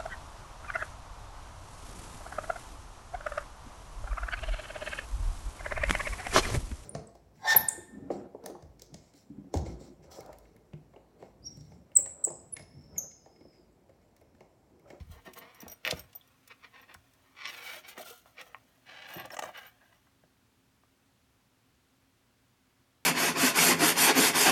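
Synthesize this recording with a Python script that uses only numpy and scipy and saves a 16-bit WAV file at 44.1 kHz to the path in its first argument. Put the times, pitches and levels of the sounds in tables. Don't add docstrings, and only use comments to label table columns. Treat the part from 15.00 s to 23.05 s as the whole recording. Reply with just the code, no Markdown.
import sys
import numpy as np
from scipy import signal
from scipy.fft import rfft, irfft, next_fast_len
from scipy.io import wavfile
from scipy.ndimage import map_coordinates

SR = 44100
rng = np.random.default_rng(int(sys.argv[2]) if len(sys.argv) > 2 else 0)


def wav_out(sig):
    wavfile.write(sys.argv[1], SR, np.round(np.clip(np.atleast_2d(sig).T, -1, 1) * 32767).astype(np.int16))


N = 355005
TIME = np.arange(N) / SR
FREQS = np.fft.rfftfreq(4096, 1 / SR)

# centre in Hz, width in Hz, gain in dB (dead spot if < 0).
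FOLDED_MODES = [(369, 19, 7.5), (476, 64, 8.5), (548, 27, -4.5), (603, 57, 7), (717, 105, 6.5),
                (800, 85, 0), (853, 20, 0), (1080, 45, 7), (1286, 66, 1), (1374, 58, 3), (1620, 220, -1),
                (1853, 75, 9.5), (2010, 78, 2), (2210, 87, -4), (2240, 250, 9), (2580, 390, 5),
                (2940, 90, 6.5), (3525, 41, 9), (4130, 130, 0), (5570, 130, 11.5)]
FLAT_MODES = [(403, 120, -4.5), (500, 30, 6.5), (601, 47, 8), (692, 63, 7), (753, 150, 7), (980, 71, -3.5),
              (1150, 160, 4.5), (1400, 100, -7), (1615, 96, 9.5), (1838, 59, 8), (1984, 50, 10.5),
              (2177, 110, -9), (2240, 160, 9), (2490, 110, -0.5), (2650, 110, 4.5), (2880, 100, 9),
              (2980, 180, 7), (4090, 150, 0.5), (4600, 1200, -3.5)]
# time in seconds, flatness from 0 to 1.
OPENING = [(3.2, 0), (3.8, 0.85)]


def rubbing(rest_s=4.95, rest_db_per_s=60):
    # frequency in Hz, relative level in dB.
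    rasp_spectrum = [(60, -36), (250, -49), (420, 0.5), (650, -8.5), (1100, 5), (2000, 3.5), (2800, -0.5),
                     (4000, -2), (5800, -13.5), (7300, -24.5), (17000, -47)]
    swish_spectrum = [(100, -31), (600, -20), (1200, 9), (2000, -2), (3200, 5), (6000, -2), (8000, -1),
                      (9300, 3.5), (10500, -3.5), (13000, 4), (17000, -0.5)]
    drag_spectrum = [(30, -43.5), (110, -3.5), (260, -6.5), (450, -2.5), (720, -5), (950, -6), (1600, -10),
                     (5000, -51.5)]
    # centre in Hz, width in Hz, gain in dB.
    lid_modes = [(467, 130, 28), (706, 190, 30), (1026, 76, 6), (1400, 84, 15), (3060, 160, 4),
                 (3250, 150, 7.5), (4100, 210, 3.5), (4400, 35, 2), (5920, 720, 6.5), (6600, 500, 5)]
    pressure = wander(75)
    ribs = slips(per_s=420, jitter=0.4, uneven_db=3, hiss=0.32)
    threads = slips(per_s=2200, jitter=0.6, uneven_db=3, hiss=0.3)
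    stutter = slips(per_s=260, jitter=0.6, uneven_db=2.5, hiss=0.58)
    rasp = through_case(ribs, rasp_spectrum) * amp(-4 + 1.12 * pressure)
    cloth_db = curve(swish_spectrum) + resonances(lid_modes)
    swish = unit(colour(threads, cloth_db)) * amp(1.5 + 0.94 * pressure)
    drag = through_case(stutter, drag_spectrum) * amp(-2 + 1.2 * pressure)
    grip = amp(-73) * rasp + amp(-78) * swish + amp(-75.5) * drag
    grip *= amp(-rest_db_per_s * np.maximum(TIME - rest_s, 0))
    return grip + mix(edge_scrapes(rasp, drag)) + mix(cloth_swishes(swish))


def edge_scrapes(rasp, drag, pivot_hz=2000):
    # start and length in seconds, gain and swell in dB, tilt in dB/octave, drag offset in dB.
    scrapes = [(0, 0.014, -59, -13, 9.5, 3), (0.12, 0.072, -65.5, 3, -1, 6.5),
               (0.267, .028, -53.5, -7, 2.5, 3.5), (0.369, 0.016, -53, -2, 0, 4),
               (0.422, 0.1, -57, -10, 1, 0.5), (0.543, 0.083, -58.5, 9, -2.5, -9),
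               (0.627, .1, -65, 4, 2.5, 5.5), (0.865, 0.055, -39, -6, 4.5, -3),
               (0.935, 0.074, -52, -5.5, -0.5, -1.5), (1.004, .045, -67.5, -8, 0, -13),
               (1.502, 0.015, -48, 4, .5, -19), (1.618, 0.031, -53.5, 15, 0, -26),
               (1.747, 0.097, -55, -10.5, -1.5, -24), (1.897, 0.039, -54, -9, -2.5, -14),
               (2.256, 0.13, -68.5, 18, -4, -11), (2.372, 0.086, -45, 11, 2, -42),
               (2.454, 0.046, -43, 1.5, 5.5, -12), (2.529, 0.1, -45, -5, 1.5, -17),
               (2.648, 0.069, -40.5, 5, 2, -19.5), (2.734, .055, -47.5, -2.5, 1, -7),
               (2.843, 0.089, -52, -0.5, 3.5, -13), (2.97, 0.063, -50, -6, -3.5, -4),
               (3.07, .055, -59, -11, 8.5, 0.5), (3.384, 0.026, -43.5, 2.5, 2.5, -11),
               (3.44, 0.11, -68, -2, -3, 1), (3.877, 0.188, -47.5, 0.5, 3, -12.5),
               (4.088, 0.13, -43.5, 4.5, 0.5, -6.5), (4.242, 0.0083, -48, 9, 3, 2.5),
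               (4.315, 0.028, -54.5, 5, -2, 6), (4.453, 0.045, -46.5, -2.5, -1, 0.5),
               (4.546, 0.034, -44, 5, 0, -18), (4.596, 0.083, -52.5, 3.5, -1.5, -30),
               (4.82, 0.018, -64, -7, -6.5, -12), (4.926, 0.032, -70.5, -8, -5, -12)]
    octaves = np.clip(np.log2((FREQS + 1) / pivot_hz), -2, 2)
    for start_s, length_s, db, swell_db, tilt_db, drag_db in scrapes:
        at_s, sound = stroke(rasp, start_s, length_s, db, swell_db)
        yield at_s, colour(sound, tilt_db * octaves)
        yield stroke(drag, start_s, length_s, db + drag_db, swell_db)


def cloth_swishes(swish):
    # start in seconds, length in seconds, gain in dB, swell in dB.
    swishes = [(0.118, 0.034, -64, -7), (0.261, 0.0039, -62, -1), (.37, 0.0079, -55, 7),
               (0.902, 0.093, -61, 12), (2.493, 0.13, -58.5, -4), (2.645, 0.15, -53.5, -6.5),
               (2.883, 0.026, -53, -4.5), (2.983, .035, -50.5, 2), (3.059, 0.07, -51.5, -2),
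               (3.142, 0.068, -65.5, -8), (3.266, 0.028, -72, -2), (3.396, 0.089, -71, 4),
               (4.086, 0.094, -61, -3), (4.312, 0.028, -59.5, 11), (4.433, 0.063, -58.5, -6),
               (4.56, 0.13, -68, -7)]
    return [stroke(swish, *row) for row in swishes]


def stroke(friction, start_s, length_s, db, swell_db, attack_db_per_s=1004, release_db_per_s=709):
    part = slice(max(0, round((start_s - 0.06) * SR)), round((start_s + length_s + 0.3) * SR))
    t = TIME[part] - start_s
    before_s, after_s = np.maximum(-t, 0), np.maximum(t - length_s, 0)
    hold_db = db + swell_db * (np.clip(t / length_s, 0, 1) - 0.5)
    creep_db = -28.5 - 92 * after_s
    release_db = np.maximum(-release_db_per_s * after_s, creep_db)
    return TIME[part.start], friction[part] * amp(hold_db - attack_db_per_s * before_s + release_db)


def slips(per_s, jitter, uneven_db, hiss):
    passed = np.cumsum(per_s * np.exp(jitter * wander(150))) / SR
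    caught = np.diff(np.floor(passed), prepend=0)
    sizes = amp(uneven_db * np.clip(rng.standard_normal(N), -2, 2))
    return unit(caught * sizes) + hiss * rng.standard_normal(N)


def thuds(decay_cycles=1.6):
    # time in seconds, strength in dB, centre in Hz.
    hits = [(0, -39, 74), (.094, -41, 65), (.276, -49, 247), (0.63, -47, 245), (0.656, -54, 65),
            (0.9243, -36, 500), (.927, -45, 245), (.928, -39, 93), (1.953, -56.5, 78), (2.979, -49.5, 280),
            (4.159, -50.5, 260), (4.164, -47.5, 160), (5.236, -66, 205)]
    return [blow(s, db, hz, octaves=0.66, decay_s=decay_cycles / hz, chatter=0.7) for s, db, hz in hits]


def edge_raps():
    # time in seconds, strength in dB.
    hits = [(0.85, -32.5), (0.8667, -36), (0.8761, -31.5), (.8825, -55)]
    return [blow(s, db, hz=2300, octaves=0.66, decay_s=0.0083, chatter=0.71) for s, db in hits]


def zipper_teeth():
    # time in seconds, strength in dB, centre in Hz, spread in octaves.
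    bursts = [(.336, -55, 5660, 1.3), (0.907, -43.5, 4600, .66), (0.9094, -31, 3700, 0.78),
              (1.13, -62.5, 3980, 0.97), (1.477, -57, 5800, 2.3), (1.942, -54.5, 4900, 1.6),
              (2.136, -69.5, 7000, 1.5), (2.455, -42, 2800, 0.67), (3.413, -56.5, 5940, 1.1),
              (4.256, -55.5, 6000, 1.5)]
    return [blow(*row, decay_s=0.0037, chatter=5.6, rise_s=0.0013) for row in bursts]


def finger_taps():
    # time in seconds, strength in dB, centre in Hz, decay in seconds.
    taps = [(.665, -50, 724, 0.0069), (1.151, -60, 650, 0.005), (1.948, -52, 1150, 0.0039),
            (3.258, -58.5, 875, 0.022), (3.5459, -44.5, 1150, .0006), (5.069, -69.5, 1150, 0.004),
            (5.236, -63, 755, .0025), (5.835, -67.5, 970, .003)]
    return [blow(s, db, hz, octaves=0.59, decay_s=decay_s, chatter=1) for s, db, hz, decay_s in taps]


def spine_creaks(rise_s=0.00099, decay_s=0.0031):
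    # time in seconds, strength in dB, centre in Hz, spread in octaves, tick offset in dB.
    creaks = [(2.977, -47, 880, 0.74, -22), (4.3038, -47.5, 1280, 0.84, -15), (4.343, -50, 895, 1.6, -4.5),
              (4.3675, -42.5, 945, 0.97, -9), (4.3897, -36.5, 740, 0.65, -14),
              (4.3922, -40, 1400, 1.66, -8.5), (4.4233, -39.5, 850, 1.2, -13),
              (4.4357, -38, 770, 0.71, -14), (4.457, -44.5, 740, 0.52, -14), (4.489, -43.5, 865, 0.27, -28)]
    for s, db, hz, octaves, tick_db in creaks:
        yield blow(s, db, hz, octaves, decay_s, chatter=2.5, rise_s=rise_s)
        yield blow(s, db + tick_db, hz=6500, octaves=0.29, decay_s=decay_s, chatter=4.3, rise_s=rise_s)


def panel_flexes():
    # time in seconds, strength in dB, pitch in Hz, decay in seconds.
    flexes = [(.96, -56, 96, .035), (1.21, -61.5, 3400, .01), (3.381, -48.5, 2400, .014),
              (2.993, -44, 685, 0.011), (3.1, -50.5, 460, 0.0041), (4.162, -47.5, 371, 0.012),
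              (4.179, -48, 117.5, 0.028), (4.55, -49, 1620, .06), (4.81, -63, 1630, .07)]
    return [blow(s, db, hz, octaves=0.12, decay_s=decay_s, chatter=2) for s, db, hz, decay_s in flexes]


def blow(s, db, hz, octaves, decay_s, chatter, rise_s=0.00031):
    lead_s, rms_span_s = 0.004, 0.01
    t = np.arange(SR // 4) / SR - lead_s
    envelope = np.exp(-t / decay_s) * (1 + np.tanh(t / rise_s))
    rattle = rng.standard_normal(len(t)) * envelope
    force = signal.unit_impulse(len(t), round(lead_s * SR)) + chatter * rattle / np.linalg.norm(rattle)
    offset = np.log2((FREQS + 1) / hz) / octaves
    band_db = -50 * np.log10(1 + (offset / 2) ** 2)
    padding_db = -10 * np.maximum(offset - 2.4, 0)
    shell_db = resonances(FLAT_MODES if s > OPENING[-1][0] else FOLDED_MODES)
    sound = colour(force, np.maximum(band_db + padding_db, -90) + shell_db)
    return s - lead_s, amp(db) * sound / np.linalg.norm(sound) * np.sqrt(rms_span_s * SR)


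def zipper_pulls(rise_s=0.0011, click_decay_s=0.0038, bounces_per_s=450, buzz_decay_s=0.0075):
    # time in seconds, strength in dB, main mode in Hz, bending and click trims in dB.
    hits = [(0.333, -59, 13860, -12, -5), (.386, -48.5, 13500, -32, 0), (0.546, -63.5, 13500, -5, 12),
            (0.603, -55, 13900, 2, 6), (0.617, -58, 13810, -9, 11.5), (.68, -56, 13720, 2.5, 14.5),
            (0.698, -49.5, 13680, -3, -19), (0.717, -46, 13700, -6.5, 1.5), (.733, -57, 13700, -16, -1),
            (0.85, -48, 13700, -18, 2), (.873, -46.5, 13540, -13, 8), (.903, -50, 14300, -2, 3),
            (0.969, -55, 13250, -8, -12), (.993, -46, 13230, -11, 3), (1.151, -41, 13700, -20, -10),
            (1.275, -69.5, 13760, -5, 8), (1.814, -63, 13640, -11, -5), (2.474, -63.5, 13070, 15, -10),
            (2.577, -60, 13800, -8, -10), (4.137, -45, 13370, -18, -18), (4.169, -48, 13330, -11, -13),
            (4.196, -47.5, 13160, -15, -29), (4.317, -58.5, 13100, 5, 2), (4.575, -55.5, 13540, -6, -4),
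            (4.666, -54, 13700, -19, -13)]
    # frequency in Hz, gain in dB, T60 in seconds.
    tab_modes = [(13540, 5, 0.046), (5690, 10, 0.032), (8650, -20, 0.13), (13820, -30, 0.06),
                 (16200, -27, .025), (13700, -26, 0.041)]
    # frequency in Hz, gain in dB.
    click_spectrum = [(300, -10), (3000, -8.5), (6000, -5.5), (8000, -9.5), (10000, -5.5), (16000, -6)]
    t = np.arange(SR // 5) / SR
    onset = np.tanh(t / rise_s)
    mode_hz, mode_db, t60_s = np.transpose(tab_modes)[:, :, None]
    is_bending = (np.arange(len(tab_modes)) == 1)[:, None]
    for s, db, hz, bending_db, click_db in hits:
        detune = hz / mode_hz[0] * (1 + 0.0071 * rng.standard_normal(mode_hz.shape))
        envelopes = amp(mode_db + bending_db * is_bending - 60 * t / t60_s)
        ring = (envelopes * np.sin(2 * np.pi * mode_hz * detune * t)).sum(0)
        bounces = 0.9 * sparse_noise(len(t), bounces_per_s) * np.exp(-t / buzz_decay_s)
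        jingle = ring + signal.fftconvolve(ring, bounces)[:len(t)]
        jingle *= np.linalg.norm(ring) / np.linalg.norm(jingle)
        burst = rng.standard_normal(len(t)) * np.exp(-t / click_decay_s) * onset
        click = colour(burst, curve(click_spectrum))
        yield s, amp(db + 3) * jingle * onset + amp(db + click_db + 8) * click


def through_case(x, spectrum):
    flatness = np.interp(TIME, *np.transpose(OPENING))
    folded = unit(colour(x, curve(spectrum) + resonances(FOLDED_MODES)))
    flat = unit(colour(x, curve(spectrum) + resonances(FLAT_MODES)))
    return bending_waves((1 - flatness) * folded + flatness * flat)


def bending_waves(x, lag_at_1khz_s=0.000691):
    size = next_fast_len(len(x) + 512, True)
    khz = np.fft.rfftfreq(size, 1 / SR) / 1000
    turns = 2000 * lag_at_1khz_s * np.sqrt(khz)
    return irfft(rfft(x, size) * np.exp(-2j * np.pi * turns), size)[:len(x)]


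def sliding_echoes(x, delays_s=(0.001168, 0.0034), travel=0.1595, gain=0.49):
    out = x.copy()
    for delay_s in delays_s:
        late_s = delay_s * np.exp(travel * wander(2.095))
        out += gain * map_coordinates(x, [np.arange(N) - late_s * SR], order=3)
    return out / np.sqrt(1 + 2 * gain ** 2)


def room(x, wet_db=-13, first_s=0.004):
    # frequency in Hz, T60 in seconds.
    decay_times = [(100, 0.42), (600, 0.15), (3000, 0.092), (8000, 0.11), (16000, 0.1)]
    reflections = sparse_noise(SR // 2, per_s=3000) * (TIME[:SR // 2] > first_s)
    hz, t, bands = signal.stft(reflections, SR, nperseg=256)
    tail = signal.istft(bands * amp(-60 * t / curve(decay_times, hz)[:, None]), SR)[1]
    return x + amp(wet_db) * signal.oaconvolve(x, tail / np.linalg.norm(tail))[:N]


def room_tone(noise_db=-69.5):
    # frequency in Hz, relative level in dB.
    noise_spectrum = [(15, -71), (25, -6.5), (106, -3), (147, -8), (234, -6.5), (269, -6), (291, -13.5),
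                      (353, -10), (427, -14.5), (778, -16), (917, -16), (1460, -17), (1580, -18),
                      (3220, -21), (17000, -31.5)]
    # frequency in Hz, width in Hz, level in dB.
    hum_lines = [(266.7, 11.4, -79.5), (118, 6.7, -81)]
    out = amp(noise_db) * unit(colour(rng.standard_normal(N), curve(noise_spectrum)))
    for hz, width_hz, db in hum_lines:
        waver = wander(width_hz) + 1j * wander(width_hz)
        out += amp(db) * unit((waver * np.exp(2j * np.pi * hz * TIME)).real)
    return out


def amp(db):
    return 10 ** (np.asarray(db) / 20)


def unit(x):
    return x / np.sqrt(np.mean(x ** 2) + 1e-30)


def curve(points, hz=FREQS):
    point_hz, values = np.transpose(points)
    return np.interp(np.log(hz + 1), np.log(point_hz + 1), values)


def resonances(modes):
    return sum(db / (1 + (2 * (FREQS - hz) / width_hz) ** 2) for hz, width_hz, db in modes)


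def colour(x, db):
    log_gain = np.log(amp(np.concatenate([db, db[-2:0:-1]])))
    taps = irfft(np.exp(np.conj(signal.hilbert(log_gain)))[:len(db)])
    return signal.oaconvolve(x, taps)[:len(x)]


def wander(hz):
    size = next_fast_len(N, True)
    lowpass = np.exp(-(np.fft.rfftfreq(size, 1 / SR) / hz) ** 2)
    return unit(irfft(rfft(rng.standard_normal(N), size) * lowpass)[:N])


def sparse_noise(count, per_s):
    return rng.standard_normal(count) * (rng.random(count) < per_s / SR)


def mix(events):
    out = np.zeros(N)
    for s, sound in events:
        part = out[max(0, round(s * SR)):][:len(sound)]
        part += sound[:len(part)]
    return out


def scene():
    friction = sliding_echoes(rubbing())
    knocks = mix([*thuds(), *edge_raps(), *zipper_teeth(),
                  *finger_taps(), *spine_creaks(), *panel_flexes()])
    case = friction + amp(2) * bending_waves(knocks) + mix(zipper_pulls())
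    return (room(case) + room_tone())[None]


def record(dry, low_hz=42, high_hz=17400):
    thin = signal.sosfilt(signal.butter(4, low_hz, "high", fs=SR, output="sos"), dry)
    lowpass = signal.firwin(511, high_hz, window=("kaiser", 8), fs=SR)
    return signal.oaconvolve(thin, lowpass[None], "same")


dry = scene()
out = record(dry)
wav_out(out)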